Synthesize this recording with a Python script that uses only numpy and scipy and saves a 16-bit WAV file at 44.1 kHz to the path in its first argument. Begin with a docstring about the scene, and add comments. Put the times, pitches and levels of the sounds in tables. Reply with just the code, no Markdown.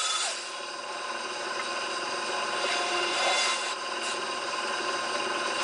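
"""Small bandsaw in a workshop.

Close up, on a mono camera microphone. The drive knocks once a turn and shakes the steel frame under
a whine of bearings and fan. Now and then the blade bites a wooden block: the teeth sing, the chips
rasp and the block rings. Between cuts the block knocks twice on the table."""
import sys
import numpy as np
from scipy import signal
from scipy.fft import rfft, irfft, next_fast_len
from scipy.io import wavfile
from scipy.ndimage import uniform_filter1d, map_coordinates

SR = 44100
rng = np.random.default_rng(int(sys.argv[2]) if len(sys.argv) > 2 else 0)


def put_to_file(sound):
    """Save the sound as 16-bit audio at rate SR, in the file named by the first command-line argument."""
    columns = np.atleast_2d(sound).T  # one column per channel
    safe = np.clip(columns, -1, 1)
    whole_steps = np.round(safe * 32767)
    wavfile.write(sys.argv[1], SR, whole_steps.astype(np.int16))


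N = 248503
T = np.arange(N) / SR
TURN_HZ = 19.504  # turns of the drive a second


def amp(db):
    """Gain of a level in dB."""
    return 10 ** (np.asarray(db) / 20)


def unit(x):
    """x at rms 1."""
    return x / np.sqrt(np.mean(x ** 2) + 1e-20)


def along(points, hz):
    """(frequency, value) points interpolated on a log axis."""
    freqs, values = np.transpose(points)
    return np.interp(np.log(hz + 1), np.log(freqs + 1), values)


def curves(rows):
    """One value per sample for each column after the time."""
    times, *columns = np.transpose(rows)
    return np.array([np.interp(T, times, column) for column in columns])


def wobble(rate):
    """A smooth random curve, rate knots a second."""
    return map_coordinates(rng.standard_normal(int(N * rate / SR) + 4), [T * rate])


def pulse(at, db, again_db=0):
    """A gain that peaks once a turn, at a phase in turns; again_db adds a ripple twice a turn."""
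    turn = 2 * np.pi * (TURN_HZ * T - at)
    return amp(db * np.cos(turn) + again_db * np.cos(2 * turn))


def swell(start, length):
    """A gain that rises, holds and fades; one starting at 0 s is already full."""
    edge_s = 0.13 * length
    rise = np.clip((T - start) / edge_s, 0, 1) if start > 0 else 1
    return rise * np.clip((start + length - T) / edge_s, 0, 1)


def filtered(x, response):
    """x through a filter given as gain against frequency."""
    size = next_fast_len(N + SR // 2)
    return irfft(rfft(x, size) * response(np.fft.rfftfreq(size, 1 / SR)), size)[..., :N]


def noise(response, patchy_db):
    """Filtered noise at rms 1, its gain varying in patches of time and frequency."""
    spectra = signal.stft(rng.standard_normal(N), nperseg=512)[2]
    patches = uniform_filter1d(rng.standard_normal(spectra.shape), size=5, axis=0)
    patches = uniform_filter1d(patches, size=8, axis=1)
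    patchy = signal.istft(spectra * amp(patchy_db * unit(patches)), nperseg=512)[1][:N]
    return unit(filtered(patchy, response))


def peak(hz, half_width_hz, slope=2):
    """A response with a single peak."""
    return lambda f: 1 / (1 + ((f - hz) / half_width_hz) ** slope)


def idle_levels():
    """Rumble, frame and hiss in dB: the idling saw sounds lower around hard cuts and swells back."""
    # sinking of the idle sound: (time [s], level [dB])
    sinking = [(0, -15.5), (.3, -9.5), (.55, -8.5), (1.2, -3.5), (1.9, -2), (2.6, -1), (3.15, -1),
               (3.25, 0.5), (3.76, -5), (4.1, -2.5), (4.6, -1.5), (5.64, 0)]
    # rumble, frame and hiss: (base level [dB], depth of sinking [factor])
    parts = [(-40.5, 1.43), (-37.5, 1.06), (-42, 0.69)]
    # a hard push stills the frame's low ring: (start [s], length [s], level change [dB])
    stilled = (3.17, 0.55, -4.5)
    sink_db, = curves(sinking)
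    rumble_db, frame_db, hiss_db = [db + depth * sink_db + 0.5 * wobble(7.9) for db, depth in parts]
    start, length, dip_db = stilled
    return rumble_db + dip_db * swell(start, length), frame_db, hiss_db


def frame_response(f):
    """Gain of the steel frame at f Hz: resonances over a broad bed."""
    # modes of frame, covers and table: (frequency [Hz], width [Hz], relative level [dB])
    modes = [(247, 55, -11.5), (335, 13, -6.5), (375, 26, -2.5), (566, 40, -9), (717, 23, -9.5),
             (853.5, 30, -8.5), (1034, 51, -6.5), (1243, 120, -12.5), (1460, 66, -11), (1540, 25, -11.5),
             (2536, 120, -10.5), (2785, 61, -7), (2985, 114, -11.5), (3842, 84, -14.5), (4836, 196, -15),
             (5330, 270, -25), (6136, 190, -21.5), (7630, 43, -20.5), (8300, 59, -20.5), (8680, 150, -20.5)]
    # broad noise between the modes: (frequency [Hz], relative density [dB])
    bed = [(18, -73), (30, -26), (281, -26.5), (358, 5.5), (445, -19), (1040, -13.5), (1150, -27.5),
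           (1540, -3), (1960, -13.5), (2760, -1.5), (3350, -22.5), (4820, -17.5), (10000, -26),
           (13000, -45), (22000, -120)]
    bed_db = along(bed, f)
    mode_power = sum(amp(2 * db) * (f * width) ** 2 / ((hz * hz - f * f) ** 2 + (f * width) ** 2)
                     for hz, width, db in modes)
    return np.sqrt(amp(2 * (bed_db - 13)) + mode_power * amp(np.minimum(bed_db + 18, 0)))


def frame(rumble_db, frame_db, hiss_db):
    """Bearing and blade noise, pulsing with the turn, sets the frame's resonances going."""
    # pulsing of the frame's midrange: (from [Hz], to [Hz], depth [dB], phase [turns])
    beats = [(450, 790, .5, .5), (790, 930, 2.5, .89), (930, 1130, 2.8, .49), (1130, 1350, 1.2, .7),
             (1350, 1700, 1.6, .53), (1700, 2250, .6, .47)]

    def band(lo, hi, patchy_db):
        return noise(lambda f: frame_response(f) * (f >= lo) * (f < hi), patchy_db)

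    knock = pulse(-.2, db=2.5)
    chatter = pulse(.4, db=2.2, again_db=1.4) * amp(.7 * wobble(14))
    middle = band(450, 2250, patchy_db=1.1)
    beating = sum(pulse(at, db) * filtered(middle, lambda f: (f >= lo) * (f < hi))
                  for lo, hi, db, at in beats)
    flecks = pulse(.2, db=.2, again_db=.4) * amp(.8 * wobble(25))
    return (amp(rumble_db - 3.5) * knock * band(0, 450, patchy_db=-1.0)
            + amp(frame_db + 2.5) * beating
            + amp(frame_db - 3.5) * chatter * band(2250, 3300, patchy_db=1.5)
            + amp(hiss_db + 2.5) * flecks * band(3285, SR, patchy_db=0.97))


def drive(rumble_db, frame_db):
    """Tones locked to the turn; neighbours line up into one knock a turn."""
    # tones of the drive: (multiple of the turn, relative level [dB])
    orders = [(5, -63), (6, -31), (7, -29), (9, -32), (11, -24), (12, -33.5), (13, -42), (18, -10),
              (19, -15), (20, -13.5), (22, -37), (24, -26.5), (26, -15.5), (28, -14.5), (29, -27),
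              (30, -13), (33, -24), (35, -21), (39, -37), (44, -24.5), (50, -26), (51, -21), (52, -11),
              (53, -16), (54, -5.5), (56, -30), (60, -36.5), (61, -24), (62, -42.5), (64, -34), (71, -23),
              (76, -18), (77, -14), (81, -22), (82, -21)]
    # where on the turn each band knocks: (upper edge [Hz], phase [turns])
    knocks = [(450, -.2), (650, -.1), (1200, .5), (1800, .57)]
    out = np.zeros(N)
    for k, db in orders:
        base_db = rumble_db + 6.5 if k * TURN_HZ < 450 else frame_db + 6.0
        at = next(turn for top_hz, turn in knocks if k * TURN_HZ < top_hz)
        phase = 2 * np.pi * k * (TURN_HZ * T - at)
        out += amp(base_db + db + .6 * wobble(6)) * np.cos(phase + .13 * wobble(4))
    return out


def whine(frame_db):
    """Bearings and fan whine at set pitches, wavering a little."""
    # bearing and fan tones: (frequency [Hz], level against the frame [dB])
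    whines = [(239, -17.5), (344.5, -12.5), (838, -12.5), (1249, -13), (1399, -9.5), (1438.5, -30),
              (1579, -10.5), (2465.5, -11), (2779, -9), (2823, -12)]
    return sum(amp(frame_db + db + 2.2 * wobble(9)) * np.cos(2 * np.pi * hz * T + 1.3 * wobble(8))
               for hz, db in whines)


def block_groan():
    """The block groans in a low, rough band under a hard push."""
    # groans: (start [s], length [s], relative level [dB])
    groans = [(0.0, 0.099, -31), (2.636, 0.027, -19), (2.75, 0.13, -23), (3.225, 0.17, -26)]
    push = sum(amp(db) * swell(start, length) for start, length, db in groans)
    return 0.13 * push * noise(peak(560, 35), patchy_db=1.5)


def block_knocks():
    """The block hits the table: a crack and a short wooden ring."""
    # knocks: (time [s], relative level [dB])
    taps = [(1.593, -16), (5.1524, -21)]
    # modes of the block: (frequency [Hz], relative level [dB], time to fall 60 dB [s])
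    modes = [(1050, -4, .06), (1290, -1, .07), (1500, -4, .05), (1800, -3, .05), (2070, -1, .075),
             (2450, -12, .03)]
    out = np.zeros(N)
    t = T[:SR // 5]
    attack = 1 - np.exp(-t / 0.002)
    for start, tap_db in taps:
        ring = sum(amp(db + rng.normal(0, 1.1) - 60 * t / t60) * np.sin(2 * np.pi * hz * t)
                   for hz, db, t60 in modes)
        crack = 0.4 * amp(-60 * t / 0.0058) * rng.standard_normal(len(t))
        out[round(start * SR):][:len(t)] += amp(tap_db - 10.5) * (ring + crack) * attack
    return out


def ringing():
    """Block and blade ring in narrow, unsteady tones, alone or against each other."""
    # rings: (start [s], length [s], first pitch [Hz], last pitch [Hz], level [dB], roughness [rad])
    rings = [(0.0, .022, 1278, 1278, -33.5, .5), (.028, .085, 1275, 1283, -36, .7),
             (.117, .05, 1283, 1275, -33.5, .5), (.165, .085, 1285, 1290, -43, .9),
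             (.232, .064, 880, 660, -38, 1.1), (.288, .035, 700, 640, -43, 1.1),
             (.43, .27, 3340, 3342, -54, .6), (.28, .19, 4660, 4640, -50, 1.1),
             (1.35, 1.15, 4885, 4900, -51, 1.4), (2.68, .38, 708, 710, -39.5, .7),
             (2.89, .26, 352, 352, -40, .3), (3.16, .08, 4800, 4950, -41, 1.8),
             (3.35, .14, 4750, 4900, -42, 1.8), (3.0, .15, 2790, 2790, -42, .6),
             (3.185, .05, 2790, 2790, -39, .5), (3.51, .07, 2790, 2785, -40, .5),
             (3.35, .08, 2085, 2085, -38, .5), (3.37, .09, 3465, 3460, -41, .6),
             (3.145, .045, 360, 355, -39, .3), (3.15, .08, 740, 735, -37, 1.2),
             (3.215, .145, 545, 570, -37.5, .8), (3.23, .105, 700, 755, -33, 1.2),
             (3.32, .12, 735, 720, -40, 1.1), (3.44, .12, 1315, 1325, -40, .9),
             (3.465, .08, 1035, 1050, -36, .7)]
    out = np.zeros(N)
    for start, length, first_hz, last_hz, db, rough in rings:
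        hz = np.interp(T, [start, start + length], [first_hz, last_hz])
        phase = 2 * np.pi * np.cumsum(hz) / SR
        gain = np.sqrt(2) * swell(start, length) * amp(db + 1.5 * rough * wobble(40))
        out += gain * np.cos(phase + rough * wobble(90))
    return out


def contact():
    """Wood meets and leaves the blade: gains of rasp, pressure, sizzle and tooth harmonics 2-5."""
    # a list for each cut: (time [s], wood pressure [dB], thin rasp [dB], singing of the teeth [dB])
    cuts = [
        [(0, -43, -34, -40), (.03, -45, -35, -37.5), (.215, -46, -35, -37.5), (.228, -43.5, -33.5, -36),
         (.245, -43, -33, -46), (.31, -45.5, -37.5, -52), (.345, -48, -42.5, -58), (.45, -53, -44.5, -62),
         (.62, -58, -56, -66)],
        [(2.48, -56, -58.5, -57), (2.64, -46, -52, -44.5), (2.71, -40.5, -45, -40), (2.8, -48, -47.5, -45.5),
         (2.9, -47, -47, -45.5), (3.0, -46, -50, -44), (3.11, -46, -51, -44), (3.15, -42, -42, -43),
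         (3.2, -43, -41.5, -39.5), (3.3, -41.5, -41.5, -38.5), (3.39, -44, -36, -34.5),
         (3.46, -40, -34.5, -38.5), (3.53, -43, -37, -38.5), (3.58, -50, -41, -48), (3.67, -47, -41.5, -43),
         (3.76, -45, -46.5, -65)],
        [(4.0, -60, -63, -62), (4.03, -59, -39.5, -74), (4.075, -46, -42, -60), (4.125, -51, -40.5, -54),
         (4.18, -41, -61, -45)],
        [(5.52, -61, -36, -66), (5.6, -44.5, -56, -48), (5.64, -45, -33, -44)],
    ]
    # colour of each cut: (sizzle against the rasp [dB], offsets of harmonics 2, 3, 4, 5 [dB])
    voices = [(-11, -8.5, -22, -8, 0.23), (-11.5, -12.5, -5.5, 2, -1.5), (-8.5, -15, -13, 8, .1),
              (-12, -1, -3, 6, -0.095)]
    # throb in each cut as the wheel runs out of true: (depth [dB])
    throbs = [6, 3.5, 3, 3]
    usual_db, slopes = -45.5, [0.93, 1.7, 0.36, 0.89]  # how steeply each harmonic follows the singing
    fade_s = .04
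    gains = 0
    for cut, (sizzle_db, *offsets_db), throb_db in zip(cuts, voices, throbs):
        start, end = cut[0][0], cut[-1][0]
        meet = np.clip((T - start) / fade_s, 0, 1) if start > 0 else 1
        leave = np.clip((end - T) / fade_s, 0, 1) if end < 5.6 else 1  # the last cut runs on
        pressure_db, rasp_db, sing_db = curves(cut)
        tones_db = [usual_db + slope * (sing_db - usual_db) + db + wobble(9.3)
                    for slope, db in zip(slopes, offsets_db)]
        tone_gains = amp(tones_db) * pulse(.11, throb_db)
        noise_gains = amp([rasp_db, pressure_db, rasp_db + sizzle_db])
        gains += np.array([*noise_gains, *tone_gains]) * meet * leave
    return gains


def chips(rasp, pressure, sizzle):
    """Chips tear out in a thin rasp, a sizzle and a fuller rasp through the frame; the guide rings."""
    # thin rasp of the chips: (frequency [Hz], relative density [dB])
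    thin_spectrum = [(3300, -66), (3700, -7), (3870, -9.5), (4100, -7), (4400, -7.5), (4860, -3),
                     (5290, -8.5), (6550, -9), (8110, -6), (9700, -18.5), (10300, -13), (13000, -66)]
    # full rasp of the chips: (frequency [Hz], relative density [dB])
    full_spectrum = [(240, -33), (450, -8.5), (715, -3), (1100, -6), (1900, -2), (2300, -3.5), (2800, -4.5),
                     (3300, -4.5), (4000, -3), (5500, -7), (7150, -47)]
    flicker = amp(0.1 * wobble(10))
    thin = noise(lambda f: amp(along(thin_spectrum, f)), patchy_db=3.0)
    treble = noise(peak(9700, 450, slope=4), patchy_db=1.0)
    guide = noise(peak(3880, 60), patchy_db=3.5)
    full = noise(lambda f: amp(along(full_spectrum, f)) * frame_response(f) ** 0.52, patchy_db=1.0)
    return (rasp * flicker * amp(0.5) * thin + sizzle * treble
            + pressure * (amp(-1.5) * guide + flicker * amp(8.5) * full))


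def teeth(rasp, tone_gains):
    """Teeth strike the wood and sing in blurred harmonics; the blade slows under load."""
    # smear of tooth harmonics 2-5: (phase jitter [rad])
    blurs = [.4, .55, 1.0, .85]
    # upper tooth harmonics: (multiple of the tooth rate, relative level [dB])
    upper = [(7, -18), (8, -12), (9, -9), (10, -8.5)]
    tooth_hz, drag_hz, full_load_db = 698, 3.5, -35
    load = np.minimum(rasp / amp(full_load_db), 1)
    hz = (tooth_hz - drag_hz * load) * (1 + .0015 * wobble(25))
    phase = 2 * np.pi * np.cumsum(hz) / SR
    low = sum(np.sqrt(2) * gain * amp(wobble(30)) * np.cos(k * phase + blur * wobble(130))
              for k, gain, blur in zip(range(2, 6), tone_gains, blurs))
    high = sum(amp(db + 3 * wobble(22)) * np.cos(k * phase + 1.6 * wobble(90)) for k, db in upper)
    return low + tone_gains[-1] * high  # the upper harmonics follow the fifth


def scene():
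    """The running saw and the work on the block; one close microphone feeds both channels."""
    rumble_db, frame_db, hiss_db = idle_levels()
    machine = drive(rumble_db, frame_db) + whine(frame_db) + frame(rumble_db, frame_db, hiss_db)
    rasp, pressure, sizzle, *tone_gains = contact()
    cutting = teeth(rasp, tone_gains) + chips(rasp, pressure, sizzle) + block_groan() + ringing()
    return np.tile(machine + cutting + block_knocks(), (2, 1))


def record(dry):
    """The camera microphone: the treble drops sharply near the top and ends at the band limit."""
    shelf_hz, top_hz = 10030, 10530
    return filtered(dry, lambda f: (amp(-22) + 1 / (1 + (f / shelf_hz) ** 200)) * (f < top_hz))


dry = scene()
out = record(dry)
put_to_file(out)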